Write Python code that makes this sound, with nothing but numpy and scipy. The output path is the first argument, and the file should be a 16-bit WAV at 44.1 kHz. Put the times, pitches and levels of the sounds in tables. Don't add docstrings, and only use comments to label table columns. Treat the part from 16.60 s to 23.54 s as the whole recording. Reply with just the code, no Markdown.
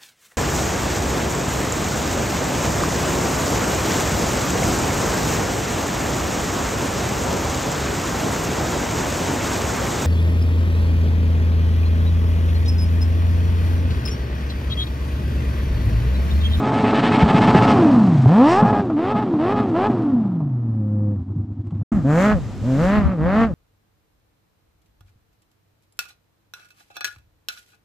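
import sys
import numpy as np
from scipy import signal
from scipy.fft import rfft, irfft
from scipy.io import wavfile
from scipy.ndimage import uniform_filter1d

SR = 44100
rng = np.random.default_rng(int(sys.argv[2]) if len(sys.argv) > 2 else 0)


def pcm_store(signal):
    levels = np.round(np.clip(np.atleast_2d(signal), -1, 1) * 32767)
    wavfile.write(sys.argv[1], SR, levels.astype(np.int16).T)


N = 306054
TIME = np.arange(N) / SR
FREQS = np.fft.rfftfreq(N, 1 / SR)


def amp(db):
    return 10 ** (np.asarray(db) / 20)


def evened(x):
    return x / np.sqrt(np.mean(x ** 2) + 1e-20)


def strength(x, size=1500):
    power = uniform_filter1d(uniform_filter1d(x ** 2, size), size)
    return np.sqrt(abs(power) + 1e-12)


def curves(rows):
    s, *columns = np.transpose(rows)
    return [np.interp(TIME, s, c) for c in columns]


def read(points, hz):
    f, value = np.transpose(points)
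    return np.interp(np.log(hz + 1), np.log(f), value)


def colour(x, points):
    log_gain = np.log(amp(read(points, abs(np.fft.fftfreq(N, 1 / SR)))))
    response = np.exp(np.conj(signal.hilbert(log_gain)))[:len(FREQS)]
    return irfft(rfft(x) * response, N)


def band(x, lo_hz, hi_hz):
    above = 1 + (lo_hz / (FREQS + 1)) ** 12
    below = 1 + (FREQS / hi_hz) ** 12
    return irfft(rfft(x) / above / below, N)


def low_pass(x, edge_hz):
    taps = signal.firwin(401, edge_hz, window=("kaiser", 9), fs=SR)
    return signal.oaconvolve(x, taps[None], "same")


def wander(rate_hz):
    return evened(irfft(rfft(rng.standard_normal(N)) / (1 + (FREQS / rate_hz) ** 4), N))


# start in seconds, length in seconds.
SPARK_CUTS = [(0, 0.026), (0.106, 0.021), (0.215, 0.024), (0.315, .022), (0.407, 0.02), (0.493, 0.024),
              (0.572, .018), (0.636, .042), (0.716, .028), (0.791, 0.021), (0.855, .015), (0.915, 0.026),
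              (0.997, .02), (1.057, .017), (2.019, 0.029), (2.116, 0.025), (2.53, 0.026), (2.603, .02),
              (2.934, 0.025), (3.012, 0.015), (3.276, .022)]


def spark_cuts(edge_s=0.015):
    return sum(np.clip(.5 + (length / 2 - abs(TIME - s - length / 2)) / edge_s, 0, 1)
               for s, length in SPARK_CUTS)


# time in seconds, firings in Hz.
LIMIT = [(0, 436), (.3, 439.8), (.5, 442), (1.1, 440), (2.05, 430.1), (2.2, 428.5), (2.55, 432.8),
         (2.93, 436), (3.03, 422.1), (3.27, 431)]
SAG_HZ_PER_S = 850


def ceiling_rate():
    teeth = []
    for s, length in SPARK_CUTS:
        teeth += [(s, 0), (s + length, SAG_HZ_PER_S * length)]
    return curves(LIMIT)[0] - curves(teeth)[0]


# opens in seconds, shuts in seconds, opening 0-1, roughness of the firing 0-1.
THROTTLE = [(-.2, 1.121, 0.62, .35), (1.661, 2.207, 0.9, 0.35), (2.359, 2.628, 0.85, 0.59),
            (2.784, 3.027, 0.88, 0.61), (3.14, 3.283, 0.9, 0.53), (3.963, 4.559, 0.13, 0.3),
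            (5.441, 5.726, 0.99, 0.34), (6.034, 6.191, 0.76, 0.1), (6.184, 6.385, 0.81, 0.26),
            (6.392, 6.535, 0.44, 0.54), (6.572, 6.845, 0.95, 0.34)]
# time in seconds, firings in Hz.
RUNDOWN = [(3.27, 433), (3.36, 349), (3.48, 284), (3.57, 237), (3.67, 195), (3.83, 149), (3.96, 122),
           (4.24, 105), (4.53, 103), (4.62, 86), (4.7, 100), (5.3, 102)]
# time in seconds, firings in Hz.
FAR_SPEED = [(5.32, 227), (5.364, 202.5), (5.44, 127.7), (5.498, 147.2), (5.55, 160.7), (5.662, 209.8),
             (5.73, 213.6), (5.775, 171.3), (5.85, 118.8), (5.92, 97.45), (6.01, 98.36), (6.082, 129.2),
             (6.154, 133.1), (6.24, 177.3), (6.358, 215.5), (6.398, 205.8), (6.436, 195.2), (6.52, 189.3),
             (6.595, 149.9), (6.638, 162.3), (6.764, 216.1), (6.814, 230.6), (6.87, 223.4), (6.93, 156.2)]
PULL_HZ_PER_S, DRAG_PER_S = 893, 2.37


def speed():
    rate = ceiling = ceiling_rate()
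    for opens, shuts, *_ in THROTTLE:
        pulling = np.interp(opens, TIME, rate) + PULL_HZ_PER_S * (TIME - opens)
        pulling = np.minimum(pulling, ceiling)
        coasting = np.interp(shuts, TIME, pulling) * np.exp(-DRAG_PER_S * (TIME - shuts))
        rate = np.select([TIME < opens, TIME < shuts], [rate, pulling], coasting)
    later = curves(list(RUNDOWN) + list(FAR_SPEED))[0]
    return np.where(TIME < RUNDOWN[0][0], rate, later)


def crank(wobble=.004, wobble_hz=45):
    rate = speed() * (1 + wobble * wander(wobble_hz))
    return rate, np.cumsum(rate) / SR


def throttle(open_s, shut_s):
    load = 0
    for opens, shuts, opening, _ in THROTTLE:
        rise = 1 - np.exp(-np.clip(TIME - opens, 0, shuts - opens) / open_s)
        fall = np.exp(-np.maximum(TIME - shuts, 0) / shut_s)
        load = load + opening * rise * fall
    return load


# dB coasting at the reference speed, dB per octave of speed, dB more per unit of load,
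# dB more on the limiter, share of the kart's nearness.
NEAR_LAW = [(-16.5, 3.5, 3.5, -5, 0.47), (-18.5, 5, -1, 3, 0.58), (-23, 13.5, 15.5, -2, 0.92),
            (-29, 12, 7, -0.5, 0.94), (-56.5, 14.5, 11, -1.5, 0.75)]
FAR_LAW = [(-20.5, 5.6, 6.4, 0, 0.93), (-24, 9.6, 7, 0, 0.94), (-27, 17.6, 22.5, 0, 0.86),
           (-39, 14, 18, 0, 0.56), (-59.5, 25.4, 19.5, 0, 0.55)]
NEAR_REFERENCE_HZ, FAR_REFERENCE_HZ = 400, 200
# firings in Hz, level in dB.
PIPE = [(100, -0.5), (135, 0), (190, -2.5), (245, 2), (300, -1.5), (365, -8), (425, -12.5)]
# time in seconds, nearness in dB before its share.
NEARNESS = [(0, 0.5), (.6, 5.5), (1.05, 9), (1.3, 14), (1.65, 17.5), (1.95, 6), (2.13, 1.5), (2.28, -4),
            (2.7, -2.5), (3.25, 0), (3.8, 0), (4.5, 5.5), (4.75, -0.5), (5.23, -4.5), (5.4, 4.5),
            (5.7, -2.5), (6.3, -0.5), (6.94, -5)]
# centre in seconds, depth in dB (whole in the boom, halved in the other layers).
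MISFIRES = [(4.655, 15.5), (4.742, 8), (4.872, 10.5), (4.949, 11.5), (5.031, 10.5), (5.108, 15.5),
            (5.42, 3), (5.82, 10), (5.898, 9.5), (5.965, 20)]
MISFIRE_S = .022
ROUGH_LIMITER, ROUGH_OVERRUN = 0.57, 0.73
LIMIT_RATE, LIMITER_HOLD_S = 390, .1


def effort(rate, law, reference_hz, open_s, shut_s, clean_load=0.22):
    load, nearness = throttle(open_s, shut_s), curves(NEARNESS)[0]
    octaves = np.log2(rate / reference_hz)
    tripped = np.any([(TIME >= s) & (TIME < s + LIMITER_HOLD_S) for s, _ in SPARK_CUTS], axis=0)
    limiting = uniform_filter1d(1. * (tripped & (rate > LIMIT_RATE)), size=600)
    boom_db, *others_db = (
        db + per_octave * octaves + loaded * load + limited * limiting + share * nearness
        for db, per_octave, loaded, limited, share in law)
    lope_db = sum(db * np.exp(-((TIME - s) / MISFIRE_S) ** 2) for s, db in MISFIRES)
    gains = amp([boom_db + read(PIPE, rate) - lope_db, *(db - lope_db / 2 for db in others_db)])

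    opens, *_, pulling = np.transpose(THROTTLE)
    pulling_rough = pulling[np.searchsorted(opens, TIME) - 1]
    rough = ROUGH_OVERRUN + np.minimum(load / clean_load, 1) * (pulling_rough - ROUGH_OVERRUN)
    rough = rough + limiting * (ROUGH_LIMITER - rough)
    return gains, np.clip(rough, 0, 1)


# strength in dB, lateness as a share of one firing.
CYLINDERS = [(4.5, -0.028), (4.5, -0.076), (-1, 0.0055), (-3.5, -0.028)]


def blows(turns, rough, uneven, scatter, jitter, worn=0.45, late_share=0.51):
    count = np.arange(1, int(turns[-1]))
    size_db, late = np.array(CYLINDERS)[count % len(CYLINDERS)].T
    ragged = np.interp(count, turns, rough)
    imbalance = uneven * (worn + ragged)
    size_chance, time_chance = rng.standard_normal((len(count), 2)).T
    moment = count + late_share * imbalance * late + jitter * ragged * time_chance
    place = np.interp(moment, turns, np.arange(N))
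    size = amp(imbalance * size_db) * np.maximum(1 + scatter * ragged * size_chance, 0)
    taps = place.astype(int)[:, None] + np.arange(-8, 9)
    pulses = size[:, None] * np.sinc(taps - place[:, None])
    return np.bincount(np.clip(taps, 0, N - 1).ravel(), pulses.ravel(), N)


def overtones(pulses, rate, turns, size=700):
    spin = np.exp(2j * np.pi * turns)
    note = uniform_filter1d(uniform_filter1d(pulses / spin, size), size)
    rest = pulses - 2 * (note * spin).real
    return rest / strength(rest)


# gain, mean delay in seconds.
ECHOES = [(.25, .00124), (.2, .0042)]


def bounced(x, drift, drift_hz=3):
    for gain, delay_s in ECHOES:
        delay = delay_s * (1 + drift * wander(drift_hz))
        x = x + gain * np.interp(TIME - delay, TIME, x)
    return x


# firings in Hz, factor on their pitch.
NEAR_SHIFT = [(400, 1.01), (440, 0.97)]
FAR_SHIFT = [(135, 0.79), (185, 0.9), (218, 0.87)]


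def shifted(x, rate, tone, shift):
    speeds, factors = np.transpose(shift)
    return sum(np.interp(rate, speeds, share) * colour(x, [(hz * factor, db) for hz, db in tone])
               for share, factor in zip(np.eye(len(shift)), factors))


# time in seconds, dB of the rasp and upper snarl, dB more of the rasp's top treble.
AIM = [(0, 2.5, -9), (.45, 12, -7), (1.1, 6, 4.5), (1.82, 0.5, 2.5), (1.92, 3.5, 13), (2.02, -5, 8),
       (2.5, 2.5, -3.5), (3.3, -0.5, 0), (4.8, -5.5, -6.5), (5.4, -3.5, -6), (5.62, 0.5, -7),
       (5.8, -7.5, -26), (6.3, 0, -28.5), (6.9, -5.5, -21)]
# frequency in Hz, level in dB.
NEAR_SNARL = [(200, -14.5), (400, 1.5), (520, 3), (830, 2.5), (1000, 0), (1270, -3), (1480, -13.5),
              (1700, -10), (2100, -19), (2600, -20), (3050, -24), (3500, -30), (6000, -48)]
FAR_SNARL = [(200, -33), (340, -7), (420, -3), (620, -3), (800, -4), (950, -7.5), (1150, -4.5), (1320, -4),
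             (1600, -10), (2000, -7), (2500, -14), (2950, -29), (3500, -29), (4400, -41), (6000, -52)]


def snarl(rate, turns, rough, tone, shift, uneven, scatter, jitter, drift, aimed_hz=1900):
    firings = overtones(blows(turns, rough, uneven, scatter, jitter), rate, turns)
    ring = shifted(bounced(firings, drift), rate, tone, shift)
    return ring + (amp(curves(AIM)[0]) - 1) * band(ring, aimed_hz, 20000)


def dulled(x, cut, body_db=-4, treble_db=-14, split_hz=1500):
    treble = band(x, split_hz, 20000)
    return amp(body_db * cut) * (x - treble) + amp(treble_db * cut) * treble


ORDERS = [0, -6, -5.5, -12, -4.5]
# frequency in Hz, level in dB.
NEAR_SILENCER = [(100, 2), (210, -1), (310, -10.5), (420, -31.5), (515, -14), (620, -53), (1000, -61),
                 (2000, -58.5)]
FAR_SILENCER = [(100, 14.5), (180, 8.5), (265, 15), (400, -14.5), (470, -1), (530, 7), (650, -6),
                (1000, -44), (2000, -40)]
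RAGGED_DB = -14


def boom(rate, turns, rough, silencer, flutter=0.26, even_db=4):
    evenness = amp(np.interp(rough, [.45, ROUGH_OVERRUN], [even_db, RAGGED_DB]))
    note = 0
    for order, db in enumerate(ORDERS, 1):
        passed_db = read(silencer, order * rate) - read(silencer, rate)
        level = amp(db + passed_db) * (evenness if order > 1 else 1)
        note = note + level * np.cos(2 * np.pi * order * turns)
    return np.sqrt(2) * note * (1 + flutter * rough * wander(30))


def stumble(rate, turns, rough, chug=0.29, below_hz=200, span_hz=70):
    weak = np.clip((rough - .55) / (ROUGH_OVERRUN - .55), 0, 1) * np.clip((below_hz - rate) / span_hz, 0, 1)
    weak = weak * (TIME > MISFIRES[0][0])
    return 1 + weak * chug * (np.cos(2 * np.pi * turns / len(CYLINDERS)) + wander(35) / 2)


def lumpy(rate, turns, rough, depth=0.58, above_hz=270, span_hz=90):
    cycle = 2 * np.pi * turns / len(CYLINDERS)
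    weight = depth * rough * np.clip((rate - above_hz) / span_hz, 0, 1)
    return 1 + weight * (np.cos(cycle + wander(12) / 2) + np.sin(2 * cycle + wander(18) / 2))


def gas(turns, puff_length, steady):
    return evened((steady + np.exp(-(turns % 1) / puff_length)) * rng.standard_normal(N))


# frequency in Hz, relative level in dB per Hz.
NEAR_COLOUR = [(250, -18), (400, 13.5), (500, -1), (700, 11), (850, 5.5), (1050, 3), (1300, 0), (1520, -7),
               (1750, -11), (2650, -16), (3300, -17.5), (5500, -28.5), (6400, -37), (8800, -40.5)]
FAR_COLOUR = [(150, 0.5), (280, -13), (420, 23.5), (620, 28), (800, 31), (950, 17), (1250, 28.5), (1600, 2),
              (1950, -4.5), (2600, -2), (3000, -7.5), (3600, -11.5), (5000, -11.5), (7300, -1.5),
              (9000, -18), (14000, -21), (16000, -76)]
# frequency in Hz, relative level in dB per Hz.
BURBLE_COLOUR = [(25, -34), (50, -19.5), (80, -10), (120, 6), (170, -4.5), (230, 7.5), (300, 1), (360, -8),
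                 (430, -29), (900, -72)]
BARK_BAND_HZ = 480, 2000


def exhaust(gains, rough, rate, turns, snarling, tone, silencer, puff_length, steady, split_hz=1550,
            bark_cut_db=-2, rasp_cut_db=-8, beam_hz=4800, bark_low_hz=380):
    boom_gain, burble_gain, snarl_gain, bark_gain, rasp_gain = gains
    aim, top_aim = amp(curves(AIM))
    puffs = colour(gas(turns, puff_length, steady), tone)
    bark = band(puffs, bark_low_hz, split_hz)
    bark = bark / strength(band(bark, *BARK_BAND_HZ))
    rasp = band(puffs, split_hz, 20000)
    rasp = rasp / strength(band(rasp, 2400, 5100))
    rasp = rasp + (top_aim - 1) * band(rasp, beam_hz, 20000)
    burble = colour(gas(turns, puff_length, steady), BURBLE_COLOUR)
    burble = burble / strength(burble)
    cut, uneven = spark_cuts(), stumble(rate, turns, rough)
    note = boom(rate, turns, rough, silencer) * lumpy(rate, turns, rough)
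    return (boom_gain * uneven * note
            + burble_gain * rough * burble
            + snarl_gain * uneven * dulled(snarling, cut)
            + bark_gain * rough * amp(bark_cut_db * cut) * bark
            + rasp_gain * aim * amp(rasp_cut_db * cut) * rasp)


# time in seconds, level in dB.
TYRES = [(0, -40.5), (1.1, -40.5), (1.4, -43.5), (1.75, -44), (2.3, -57.5), (3.3, -53.5), (3.9, -71.5)]
# frequency in Hz, relative level in dB per Hz.
TYRE_COLOUR = [(600, -24.5), (1500, 4), (2600, -4), (4000, -6.5), (6000, -13.5), (8800, -19)]


def tyres(flutter_db=1.6, flutter_hz=40):
    hiss = evened(colour(rng.standard_normal(N), TYRE_COLOUR))
    return amp(curves(TYRES)[0] + flutter_db * wander(flutter_hz)) * hiss


def swing(s, db, hz, rise_cycles):
    cycles = np.maximum(TIME - s, 0) * hz
    swell = cycles / rise_cycles * np.exp(1 - cycles / rise_cycles)
    return -amp(db) * swell * np.sin(2 * np.pi * cycles)


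# start in seconds, thump in dB, crack in dB (both relative, lowered by pops()).
POPS = [(0.021, -19, -35), (0.118, -19, -17), (0.238, -8.5, -16), (0.328, -12, -12.5), (0.431, -9, -16),
        (0.512, -10, -16), (0.577, -9, -15), (0.625, 0.5, -18.5), (0.709, -7, -17), (0.744, -1.5, -30),
        (0.809, -5.5, -12.5), (0.877, -3, -13.5), (0.947, 0, -10.5), (1.012, -6, -18), (1.077, -18, -15),
        (1.657, -2, -18), (2.025, -1, -14), (2.048, -3, -27), (2.128, -5, -15), (2.195, -11.5, -42),
        (2.299, -17, -20), (2.553, -10, -19.5), (2.737, -15.5, -21), (2.939, -10, -25), (3.001, -9.5, -42),
        (3.298, -5.5, -23.5), (3.653, -17, -33.5), (3.804, -19, -31.5), (4.759, -14.5, -54),
        (5.122, -15, -40), (5.213, -16, -43)]
# start in seconds, level in dB, pitch in Hz.
BANG = (.628, -9, 68)
POP_RING_HZ, POP_OVER_FIRING = 210.8, 1.43


def pops(rate, level_db=-3, rise_cycles=0.97, crack_db=-2, crack_s=0.017, swell_s=0.00087, crack_hz=3200,
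         slow_crack_hz=1350, brightening=3, spread=0.16):
    ring = np.minimum(POP_RING_HZ, POP_OVER_FIRING * rate)
    detune = np.exp(spread * rng.standard_normal(len(POPS)))
    thumps = sum(swing(s, db, np.interp(s, TIME, ring) * c, rise_cycles) for (s, db, _), c in zip(POPS, detune))
    cracks = sum(amp(db) * np.clip((TIME - s) / swell_s, 0, 1) * np.exp(-abs(TIME - s) / crack_s)
                 for s, _, db in POPS)
    hiss = colour(rng.standard_normal(N), NEAR_COLOUR)
    crackle = evened(irfft(rfft(hiss) / (1 + (FREQS / crack_hz) ** 2), N))
    dull = band(crackle, 100, slow_crack_hz)
    crackle = dull + np.minimum(rate / LIMIT_RATE, 1) ** brightening * (crackle - dull)
    return amp(level_db) * thumps + amp(crack_db) * cracks * crackle + swing(*BANG, rise_cycles=0.54)


# centre in seconds, level in dB, half length in seconds.
RUSTLES = [(5.075, -60.5, 0.017), (5.111, -51, 0.0066), (5.153, -57, 0.0092), (5.19, -59.5, 0.029)]
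# frequency in Hz, relative level in dB per Hz.
RUSTLE_COLOUR = [(400, -19), (750, 6), (1300, -2), (2300, -9), (5000, -20.5), (8800, -25)]


def rustle(grain_db=4, grain_hz=250):
    level = sum(amp(db) * np.exp(-((TIME - s) / half) ** 2) for s, db, half in RUSTLES)
    grains = amp(grain_db * wander(grain_hz)) * rng.standard_normal(N)
    return level * evened(colour(grains, RUSTLE_COLOUR))


def rounded(x):
    return x / (1 + (x / .76) ** 6) ** (1 / 6)


# frequency in Hz, likeness 0-1.
PORT_LIKENESS = [(30, .6), (100, .985), (220, .992), (500, .975), (1100, .955), (2200, .75), (4500, .68),
                 (8000, .6), (13000, .45)]


def two_ports(x):
    same = np.clip(read(PORT_LIKENESS, FREQS), 0, 1)
    scattered = evened(rng.standard_normal(600)) / np.sqrt(600)
    side = irfft(rfft(x) * rfft(scattered, N) * np.sqrt((1 - same) / (1 + same)), N)
    return np.array([x + side, x - side])


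# centre in seconds, level in dB before wind()'s own level, half length in seconds.
GUSTS = [(5.355, -23.5, .02), (5.753, -25, 0.046), (6.39, -20, .02), (6.468, -15, 0.027),
         (6.649, -22, 0.039), (6.85, -27.5, 0.12)]
# frequency in Hz, relative level in dB per Hz.
WIND_COLOUR = [(15, -34), (35, -12), (65, 13.5), (100, -1), (200, 4), (600, -64)]
# time in seconds, level in dB.
GRASS = [(5.32, -43.5), (5.6, -34.5), (6.0, -35), (6.25, -26), (6.5, -45), (6.94, -46.5)]
# frequency in Hz, relative level in dB per Hz.
GRASS_COLOUR = [(200, 10.5), (1000, -8), (2500, -16.5), (5000, -21.5), (7500, -22.5), (9000, -33.5),
                (14000, -39), (16000, -47)]
BREEZE_DB = -36
WINDWARD_DB = 1


def wind(level_db=-2, apart=0.95, swell_db=3, swell_hz=6):
    shared, own = (evened(colour(rng.standard_normal(N), WIND_COLOUR)) for _ in range(2))
    buffet = np.array([shared + apart * own, shared - apart * own])
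    breeze = amp(BREEZE_DB + swell_db * wander(swell_hz))
    force = breeze + sum(amp(db) * np.exp(-((TIME - s) / half) ** 2) for s, db, half in GUSTS)
    port_gain = amp(level_db + np.array([[WINDWARD_DB], [-WINDWARD_DB]]))
    grass = evened(colour(rng.standard_normal(N), GRASS_COLOUR))
    return port_gain * force * buffet + amp(curves(GRASS)[0]) * two_ports(grass)


NEAR_END, FAR_START, FADE_S = 5.233, 5.317, .004
NEAR_EDGE_HZ, EDGE_HZ = 9100, 15700


def scene():
    rate, turns = crank()
    gains, rough = effort(rate, NEAR_LAW, NEAR_REFERENCE_HZ, open_s=0.0069, shut_s=0.011)
    snarling = snarl(rate, turns, rough, NEAR_SNARL, NEAR_SHIFT,
                     uneven=0.9, scatter=0.3, jitter=0.011, drift=0.2)
    near = exhaust(gains, rough, rate, turns, snarling, NEAR_COLOUR, NEAR_SILENCER, puff_length=0.6, steady=0.4)
    near = rounded(near + tyres() + pops(rate) + rustle())
    close = low_pass(near[None], NEAR_EDGE_HZ) * np.clip((NEAR_END - TIME) / FADE_S, 0, 1)

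    gains, rough = effort(rate, FAR_LAW, FAR_REFERENCE_HZ, open_s=0.027, shut_s=0.031)
    snarling = snarl(rate, turns, rough, FAR_SNARL, FAR_SHIFT,
                     uneven=0.45, scatter=0.25, jitter=0.012, drift=0.25)
    far = exhaust(gains, rough, rate, turns, snarling, FAR_COLOUR, FAR_SILENCER, puff_length=0.5, steady=0.3)
    distant = (two_ports(far) + wind()) * np.clip((TIME - FAR_START) / FADE_S, 0, 1)
    return close + distant


def record(dry):
    return low_pass(dry, EDGE_HZ)


dry = scene()
out = record(dry)
pcm_store(out)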